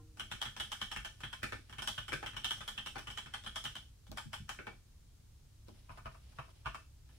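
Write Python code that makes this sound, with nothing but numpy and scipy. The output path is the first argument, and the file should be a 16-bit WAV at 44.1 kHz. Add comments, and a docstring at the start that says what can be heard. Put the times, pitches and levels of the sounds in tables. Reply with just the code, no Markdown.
"""Fast typing on a mechanical keyboard

The keyboard stands on a desk, close to a stereo microphone in a small room. Each key contact is a noise burst
that excites the resonances of board, plate, case, keycap and switch, in shares set by its force and snap.
The space bar and a large key at the far end sound deeper, and contacts ring the desk top as a low thump.
Fingertips brush the caps as filtered noise and nails tick; beneath lie rumble, hiss, hum and a fading ring."""
import sys
import numpy as np
from scipy import signal
from scipy.fft import rfft, irfft, next_fast_len
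from scipy.io import wavfile
from scipy.ndimage import map_coordinates

SR = 44100
rng = np.random.default_rng(int(sys.argv[2]) if len(sys.argv) > 2 else 0)


def output_pcm(signal):
    """Save a mono or channel-first signal as 16-bit PCM at the path in sys.argv[1].

    Samples are clipped to [-1, 1] before scaling.
    """
    pcm = np.clip(np.atleast_2d(signal).T, -1, 1) * 32767
    wavfile.write(sys.argv[1], SR, np.round(pcm).astype(np.int16))


N = 316638  # samples in the scene
LENGTH = 16384  # samples in one hit
LEAD_S = .012  # time within a contact before it lands
TIME = np.arange(LENGTH) / SR
HZ = np.fft.rfftfreq(LENGTH, 1 / SR)

# small-key contacts, mostly letter presses, with faint finger touches, the last two on the far key;
# snap is high if crisp and low if cushioned: start_s, force_db, snap_db, keycap_ring_db
SMALL_CONTACTS = [(0.1707, -16, 4, -12), (0.1953, 1, -1.5, 2), (0.3137, 2.5, -1.5, -2), (.454, 0.5, -6, 0),
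                  (0.564, -4.5, 2.5, -2.5), (0.5986, 3.5, 0.5, 2.5), (.814, 3.5, -1.5, 3),
                  (0.9613, 4, -5, -7), (1.204, -10, 1.5, -6), (1.2338, 2, -8.5, -2), (1.6951, -13, 0.5, -5),
                  (1.7254, -8, -4, -1.5), (1.7831, 0.5, -4.5, -1.5), (1.8197, -1.5, 5, 0),
                  (1.8731, 5.5, 3.5, 2.5), (1.978, 3, -6, 1), (2.0805, -1.5, -0.5, -1), (2.2608, 1, -2, 0),
                  (2.3328, -9, -8, -6), (2.3654, 0.5, -1.5, 1), (2.444, 2.5, 4.5, 7.5), (2.507, 3, 1, 6.5),
                  (2.5725, -18, 9, 7), (2.6055, -2, -3.5, -3.5), (2.7769, -1, -3.5, 5.5),
                  (2.8603, -1, 2, 1.5), (2.981, -2, -0.5, -7), (3.0702, -1.5, -4.5, -1.5),
                  (3.1008, -7.5, 4, 3), (3.259, -7, -6, -6.5), (3.4366, -14.5, 6.5, 3.5),
                  (3.4617, -0.5, -2.5, 1.5), (3.6391, -7, 9, 5), (3.6532, 1.5, -4.5, 2.5),
                  (3.7536, -4.5, 1, 4), (4.067, -24, 6, 0), (6.32, -27, 4, -15), (7.09, -25.5, 0, -8)]
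# space bar contacts: start_s, force_db, snap_db
BAR_CONTACTS = [(1.4296, 11, -3.5), (1.5215, 5, -0.5), (2.1195, 7.5, -5), (2.1285, 11, -3.5),
                (2.2266, -1.5, 6), (2.9558, -0.5, 6), (4.5877, -1, -8), (4.6674, -1.5, 3)]
# large far key, pressed and let go: start_s, force_db, held_s, return_force_db
FAR_PRESSES = [(5.893, -7, 0.08, -7), (6.0562, 0, 0.087, -13.5), (6.3855, 1, .0955, -20),
               (6.658, 8, 0.087, 2)]
# low knock of the board: frequency_hz, relative_db
KNOCK_SPECTRUM = [(110, -13), (170, -12), (208, 9), (270, -1), (340, 0), (480, -7), (620, -3.5), (850, -42)]
# plate: frequency_hz, relative_db
PLATE_SPECTRUM = [(450, -19.5), (660, -8), (820, 0), (930, -5.5), (1050, -5.5), (1300, -20.5)]
# switch click: frequency_hz, relative_db
CLICK_SPECTRUM = [(3600, -7), (4600, -7), (5550, -1.5), (6500, -9), (8200, -5.5), (8600, -13.5),
                  (9450, -3.5), (10400, -17.5), (11700, -14.5), (12800, -18.5), (15500, -22)]
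# case under the space bar: frequency_hz, relative_db
BAR_CASE_SPECTRUM = [(850, -30), (1250, -2.5), (1520, 2.5), (1780, -1), (1950, -7.5), (2300, -1.5),
                     (2650, -3.5), (3200, -65)]
# long keycap: frequency_hz, relative_db
LONG_CAP_SPECTRUM = [(1700, -15), (2300, -19), (2800, 2.5), (3250, 4.5), (3550, -0.5), (4300, -6),
                     (5000, -17), (6000, -27.5)]


def amp(db):
    """Decibels express amplitude ratios on a logarithmic scale; return the gain."""
    return 10 ** (np.asarray(db) / 20)


def unit(x):
    """Root-mean-square normalization: scale to rms 1."""
    return x / np.sqrt(np.mean(x ** 2) + 1e-20)


def along(points, hz):
    """Logarithmic frequency scale: interpolate (frequency, value) points along it."""
    frequencies, values = np.transpose(points)
    return np.interp(np.log(hz + 1), np.log(frequencies + 1), values)


def shape(points, hz):
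    """Band-limited radiation: a spectrum in dB that falls 40 dB per octave beyond its end points."""
    nearest = np.clip(hz + 1, points[0][0], points[-1][0])
    octaves = np.log2((hz + 1) / nearest)
    return along(points, hz) - 40 * np.abs(octaves)


def causal(db):
    """Minimum phase: a response with this gain that rings only after the blow."""
    cepstrum = irfft(np.log(np.maximum(amp(db), 1e-5)))
    # fold the negative-time half onto the positive one
    cepstrum[1:LENGTH // 2] *= 2
    cepstrum[LENGTH // 2 + 1:] = 0
    return np.exp(rfft(cepstrum))


def stereo(pair, hz):
    """Interchannel coherence: mix two unrelated spectra into left and right, alike in the bass."""
    # left-right correlation: frequency_hz, correlation
    coherence = [(30, 0.97), (70, 1), (130, 0.82), (300, 0.091), (700, 0.11), (1400, 0.38), (3100, 0.037),
                 (7000, 0.022)]
    angle = np.arccos(np.clip(along(coherence, hz), -1, 1)) / 2
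    mid = pair[0] * np.cos(angle)
    side = pair[1] * np.sin(angle)
    return np.array([mid + side, mid - side])


def wobble(rate):
    """Slow random modulation: a smooth curve through random knots, rate of them a second."""
    knots = rng.standard_normal(int(N * rate / SR) + 4)
    return map_coordinates(knots, [np.arange(N) * rate / SR])


def steady(spectrum):
    """Stationary coloured noise: stereo, with this spectrum and rms 1."""
    size = next_fast_len(N)
    hz = np.fft.rfftfreq(size, 1 / SR)
    pair = rfft(rng.standard_normal((2, size)))
    coloured = stereo(pair, hz) * amp(along(spectrum, hz))
    return unit(irfft(coloured, size)[:, :N])


def add(track, s, sound):
    """Superposition: mix a sound into the track at s seconds."""
    start = max(round(s * SR), 0)
    track[:, start:start + LENGTH] += sound[:, :N - start]


def background(air_db=-71.0, rumble_db=-59, waver_db=2.5, drift=0.53):
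    """Stationary noise and wavering tones: room rumble, hiss, mains hum, a high tone and a fading ring."""
    # room and microphone hiss: frequency_hz, relative_db_per_hz
    air = [(100, -30), (190, -3), (260, -2), (400, -9), (700, -14), (2000, -18), (4000, -15), (6500, -15.5),
           (10000, -19), (12500, -23), (16000, -25)]
    # low room rumble: frequency_hz, relative_db_per_hz
    rumble = [(12, -16), (22, -1), (35, 0), (52, -2), (65, 4), (78, -4), (115, -8), (135, -6), (160, -15),
              (185, -25), (300, -50)]
    # hum and high tone, before the level wavers: frequency_hz, level_db
    hum_tones = [(100, -66), (13679, -100)]
    # faint fading tones, with the level at the start: frequency_hz, level_db, t60_s
    ring_tones = [(310, -65, 0.94), (463, -70, 0.73), (774, -77, .3), (1039, -68, 0.12), (1390, -79, .25)]
    t = np.arange(N) / SR
    tones = 0
    for hz, db in hum_tones:
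        level = amp(db + waver_db * wobble(3.01))
        tones = tones + level * unit(np.sin(2 * np.pi * hz * t + drift * wobble(3.65)))  # drift in radians
    for hz, db, t60 in ring_tones:
        decay = amp(db - 60 * t / t60)
        tones = tones + decay * unit(np.sin(2 * np.pi * hz * t + 0.85 * wobble(55)))
    return amp(air_db) * steady(air) + amp(rumble_db) * steady(rumble) + tones


def contact(chatter_t60=0.037, spiky=0.49, rise_s=0.0003, touch_db=-21, touch_t60=0.065,
            wall_s=.008, wall_scatter=0.2, wall_db=-4, wall_t60=0.065,
            rattle_within_s=0.022, rattle_db=-5, rattle_t60=0.005, room_db=-6, build_s=0.0063):
    """Impact excitation: the stem slides, lands with chatter, the cap rattles once, wall and room answer."""
    # reverberation: frequency_hz, t60_s
    reverberation = [(200, 0.34), (800, 0.16), (1500, 0.22), (3100, 0.27), (6000, 0.37), (14000, 0.3)]
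    spikes = unit(rng.standard_normal((2, LENGTH)) * np.exp(spiky * rng.standard_normal(LENGTH)))
    since = np.maximum(TIME - LEAD_S, 0)
    wall_delay_s = wall_s * (1 + wall_scatter * rng.uniform(-1, 1))  # the path differs between contacts
    late = np.maximum(since - wall_delay_s, 0)
    loose = np.maximum(since - rattle_within_s * rng.uniform(), 0)

    touch = amp(touch_db - 60 * np.abs(TIME - LEAD_S) / touch_t60)  # the slide swells before the landing
    chatter = (1 - np.exp(-since / rise_s)) * amp(-60 * since / chatter_t60)
    rattle = (loose > 0) * amp(rattle_db - 60 * loose / rattle_t60)
    wall = (late > 0) * amp(wall_db - 60 * late / wall_t60)
    envelope = np.sqrt(touch ** 2 + chatter ** 2 + rattle ** 2 + wall ** 2)  # energies add

    # noise that decays at its own rate in each frequency band
    hz, t, bands = signal.stft(rng.standard_normal((2, LENGTH)), SR, nperseg=256)
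    decay = amp(-60 * (t - LEAD_S) / along(reverberation, hz)[:, None])
    tail = signal.istft(bands * decay, SR, nperseg=256)[1][:, :LENGTH]
    room = amp(room_db) * (1 - np.exp(-since / build_s)) * tail
    return stereo(rfft(spikes * envelope + room), HZ)


def own_colour(spacing_hz=130, low_db=1.5, high_db=3):
    """Modal irregularity: every contact has small random resonances, strongest in the treble."""
    ripple = map_coordinates(rng.standard_normal(LENGTH // 16), [HZ / spacing_hz], mode="mirror")
    return ripple * along([(1000, low_db), (6000, high_db)], HZ)


def opening(x):
    """Onset normalization: scale a hit so that the 25 ms after its lead-in have rms 1."""
    onset = x[:, round(LEAD_S * SR):][:, :SR // 40]
    return x / np.sqrt(np.mean(onset ** 2))


def stroke(mix, force_db, snap_db, spectra, left_db=.5):
    """Source-filter principle: one contact excites every part, at levels following force and snap."""
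    # narrow resonances of the board, shared by all keys: frequency_hz, width_hz, lift_db
    board = [(644, 32, 5.5), (832, 120, 5.5), (1038, 27, 1.5), (1237, 104, 5), (1453, 16, 5.5),
             (1520, 38, 4), (1776, 29, 7.5), (2159, 33, 1), (2276, 25, 7.5), (2667, 75, 7), (2960, 61, 4),
             (3140, 36, 5), (3460, 37, 4.5)]
    # stereo balance, to which left_db is added: frequency_hz, left_over_right_db
    balance = [(100, -6), (200, 6.5), (380, -6), (650, 3.5), (1300, 1), (2400, -1), (4400, -2.5),
               (8100, 1.5), (10500, -0.5), (13000, -5.5)]
    blow = contact() * amp(np.outer([.5, -.5], along(balance, HZ) + left_db))
    colour_db = own_colour()
    for hz, width, lift in board:
        colour_db = colour_db + lift / (1 + (2 * (HZ - hz) / width) ** 2)
    levels_db = np.array(mix) @ [1, force_db, snap_db]
    sounds = []
    for db, part in zip(levels_db, spectra):
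        ringing = irfft(blow * causal(part + colour_db))
        sounds.append(amp(db) * opening(ringing))
    return np.array(sounds)


def small_parts(case_spread=0.014, keycap_spread=0.015, keycap_pitch=0.98):
    """Frequency scaling: knock, plate, case, cap and click; case and cap pitch vary between contacts."""
    # case: frequency_hz before scaling, relative_db
    case_spectrum = [(850, -12), (1200, -0.5), (1500, 4), (1780, 2.5), (1950, -3), (2300, -1.5),
                     (2650, -1.5), (3200, -21)]
    # small keycap: frequency_hz before scaling, relative_db
    keycap_spectrum = [(2300, -41.5), (2720, -11.5), (2980, 2), (3140, 3.5), (3300, 5.5), (3500, -4),
                       (3900, -13.5), (4500, -22), (5500, -56.5)]
    case, keycap = np.exp(rng.standard_normal(2) * [case_spread, keycap_spread])
    return [shape(KNOCK_SPECTRUM, HZ), shape(PLATE_SPECTRUM, HZ), shape(case_spectrum, HZ / case),
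            shape(keycap_spectrum, HZ / (keycap * keycap_pitch)), shape(CLICK_SPECTRUM, HZ)]


def small_keys(blows, mix):
    """Modal excitation: each blow sounds the small-key parts, with a keycap ring of varying strength."""
    track = np.zeros((2, N))
    for s, force_db, snap_db, ring_db in blows:
        knock, plate, case, keycap, click = stroke(mix, force_db, snap_db, small_parts())
        add(track, s - LEAD_S, knock + plate + case + amp(ring_db) * keycap + click)
    return track


def small_contacts():
    """Impact excitation: small-key contacts, mostly letter presses, with a few faint finger touches."""
    # knock, plate, case, keycap, click: level_db at normal force, db_per_db_force, db_per_db_snap
    mix = [(-60, 0.64, 0.17), (-56, 0.86, 0.59), (-47.5, 1, 0), (-46, 1, 0), (-53, 1, 1)]
    return small_keys(SMALL_CONTACTS, mix)


def thump(t60):
    """Modal response of a plate: a soft push rings the desk top."""
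    # desk top: frequency_hz, relative_db
    desk_spectrum = [(30, -5.5), (50, 4.5), (76, -12.5), (105, 0), (143, 1), (175, -19), (208, -4.5),
                     (250, -20), (300, -19.5)]
    push = rng.standard_normal((2, LENGTH)) * amp(-60 * TIME / t60)
    boom = irfft(stereo(rfft(push), HZ) * causal(shape(desk_spectrum, HZ)))
    return boom / np.sqrt(np.sum(boom ** 2) / (SR / 20))  # the same energy for every thump


def desk(small_db=-55, bar_db=-55, far_db=-48.5, per_force=0.71, per_snap=0.75,
         heavy_t60=0.15, small_t60=.17):
    """Structure-borne sound: contacts push the desk, more when forceful and, on small keys, cushioned."""
    # fingers pressing so softly that only the desk answers: start_s, level_db
    soft_presses = [(4.093, -47.5), (4.255, -47), (4.4, -46)]
    track = np.zeros((2, N))
    for s, force_db, snap_db, _ in SMALL_CONTACTS:
        level_db = small_db + per_force * force_db - per_snap * snap_db
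        add(track, s, amp(level_db) * thump(small_t60))
    for contacts, normal_db in (BAR_CONTACTS, bar_db), (FAR_PRESSES, far_db):
        for s, force_db, *_ in contacts:
            add(track, s, amp(normal_db + per_force * force_db) * thump(heavy_t60))
    for s, db in soft_presses:
        add(track, s, amp(db) * thump(heavy_t60))
    return track


def fingers(level_db=-1, uneven_db=3, rise_db_per_s=400, fall_db_per_s=88):
    """Friction noise: fingertips brush the caps in spells that set in quickly and die away."""
    # fingers sliding over the keycaps: start_s, end_s, relative_db
    brushes = [(.2, 3.8, -70), (5.69, 6.6, -71), (7.08, 7.13, -73)]
    # friction noise: frequency_hz, relative_db
    friction = [(600, 5), (1400, -4), (3100, 3), (4500, -1.5), (5600, -0.5), (7000, -26), (9600, -1),
                (15000, -38)]
    t = np.arange(N) / SR
    spells = 0
    for start, end, db in brushes:
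        before_db = rise_db_per_s * np.maximum(start - t, 0)
        after_db = fall_db_per_s * np.maximum(t - end, 0)
        spells = spells + amp(db - before_db - after_db)
    return spells * amp(level_db + uneven_db * wobble(49)) * steady(friction)


def letter_returns():
    """Elastic recoil: letter keys spring back, which leaves the desk still."""
    # letter keys springing back: start_s, force_db, snap_db, keycap_ring_db
    blows = [(.4146, 3, 2.5, 5.5), (.717, 0.5, 3.5, 3.5), (.9141, -1, 3, 2.5), (1.047, -.5, -0.5, .5),
             (1.3273, -1, -2.5, -0.5), (2.6773, -1, 3.5, 5), (3.1734, -0.5, 1.5, 4), (3.3373, 2, -2.5, 1.5),
             (3.5578, 1.5, 3, 3), (4.1719, 2.5, -0.5, -5), (4.3303, 1.5, -0.5, -2.5),
             (4.491, 2.5, 0.5, -4.5)]
    # knock, plate, case, keycap, click: level_db at normal force, db_per_db_force, db_per_db_snap
    mix = [(-64, 0.5, 0.5), (-53.5, 1.05, .5), (-47, 0.78, 0), (-47, 1, 0), (-53, 0.9, 1)]
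    return small_keys(blows, mix)


def clacks(blows, mix, spectra):
    """Modal excitation: blows (start_s, force_db, snap_db) strike parts with resonances of their own."""
    track = np.zeros((2, N))
    for s, force_db, snap_db in blows:
        sounds = stroke(mix, force_db, snap_db, [shape(part, HZ) for part in spectra])
        add(track, s - LEAD_S, sounds.sum(axis=0))
    return track


def space_bar():
    """Size and pitch: the long bar clacks lower than the small keys."""
    # knock under the bar: frequency_hz, relative_db
    bar_knock = [(110, -18), (205, -0.5), (265, -3.5), (345, 2), (420, -1), (500, -1.5), (620, -7),
                 (850, -39.5)]
    # knock, plate, case, keycap, click: level_db at normal force, db_per_db_force, db_per_db_snap
    mix = [(-53, 0.47, 0.047), (-54.5, 0.074, 1.18), (-47, 0.8, 0.13), (-58, 0.99, 0.39), (-66.5, 1.8, 1.1)]
    spectra = [bar_knock, PLATE_SPECTRUM, BAR_CASE_SPECTRUM, LONG_CAP_SPECTRUM, CLICK_SPECTRUM]
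    return clacks(BAR_CONTACTS, mix, spectra)


def nails(t60=0.012, room_db=-24, room_t60=0.18):
    """Short hard impact: a nail meets a cap with a very short, bright snap and a faint room tail."""
    # dry fingernail ticks on the caps: start_s, relative_db
    ticks = [(1.433, -43), (1.873, -53), (2.4445, -50), (3.557, -55), (4.116, -41), (5.6835, -55)]
    # nail on cap: frequency_hz, relative_db
    nail_spectrum = [(900, -16), (2500, -8), (4200, 8), (6500, -4), (10000, -12), (15500, -3)]
    track = np.zeros((2, N))
    for s, db in ticks:
        envelope = amp(-60 * TIME / t60) + amp(room_db - 60 * TIME / room_t60)
        snap = rng.standard_normal((2, LENGTH)) * envelope
        add(track, s, amp(db) * irfft(rfft(snap) * causal(shape(nail_spectrum, HZ))))
    return track


def bumps():
    """Low-frequency excitation: a finger bumps the board, mostly as low knock, without pressing a key."""
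    # bumps: start_s, force_db
    blows = [(4.115, 3), (5.682, -4)]
    # knock, plate, case, keycap, click: level_db at normal force, db_per_db_force, db_per_db_snap
    mix = [(-56, 0.51, 0), (-62, 0.88, 0), (-68, 1, 0), (-70, 0.85, 0), (-68, 1, 0)]
    spectra = [KNOCK_SPECTRUM, PLATE_SPECTRUM, BAR_CASE_SPECTRUM, LONG_CAP_SPECTRUM, CLICK_SPECTRUM]
    return clacks([(s, force_db, 0) for s, force_db in blows], mix, spectra)


def far_key(return_snap_db=5.5):
    """Elastic recoil: each press lands dully; after the hold the spring throws the key back more crisply."""
    # plate at the far end: frequency_hz, relative_db
    far_plate = [(430, -9), (580, -10.5), (660, 1.5), (800, -9.5), (930, 1), (1050, 3), (1300, -17.5)]
    # case at the far end: frequency_hz, relative_db
    far_case = [(850, -16), (1100, -4), (1270, -4), (1400, -6), (1600, -8.5), (1950, -18), (2500, -12.5),
                (3200, -26)]
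    # knock, plate, case, keycap, click: level_db at normal force, db_per_db_force, db_per_db_snap
    mix = [(-67.5, 0.83, 0.2), (-51, 0.55, -0.9), (-48.5, 1.09, -0.081), (-62.5, 1.4, -0.07),
           (-69.5, .9, 1.15)]
    presses = [(s, force_db, 0) for s, force_db, _, _ in FAR_PRESSES]
    returns = [(s + held_s, return_db, return_snap_db) for s, _, held_s, return_db in FAR_PRESSES]
    spectra = [KNOCK_SPECTRUM, far_plate, far_case, LONG_CAP_SPECTRUM, CLICK_SPECTRUM]
    return clacks(presses + returns, mix, spectra)


def scene():
    """Linear superposition: keys, hands, desk and room sound together."""
    keys = small_contacts() + letter_returns() + space_bar() + far_key()
    hands = fingers() + nails() + bumps()
    return background() + keys + hands + desk()


def record(dry, top_hz=15800):
    """Band limitation: the recorder keeps nothing above top_hz."""
    size = next_fast_len(N + LENGTH)
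    passband = np.fft.rfftfreq(size, 1 / SR) < top_hz
    return irfft(rfft(dry, size) * passband, size)[:, :N]


dry = scene()
out = record(dry)
output_pcm(out)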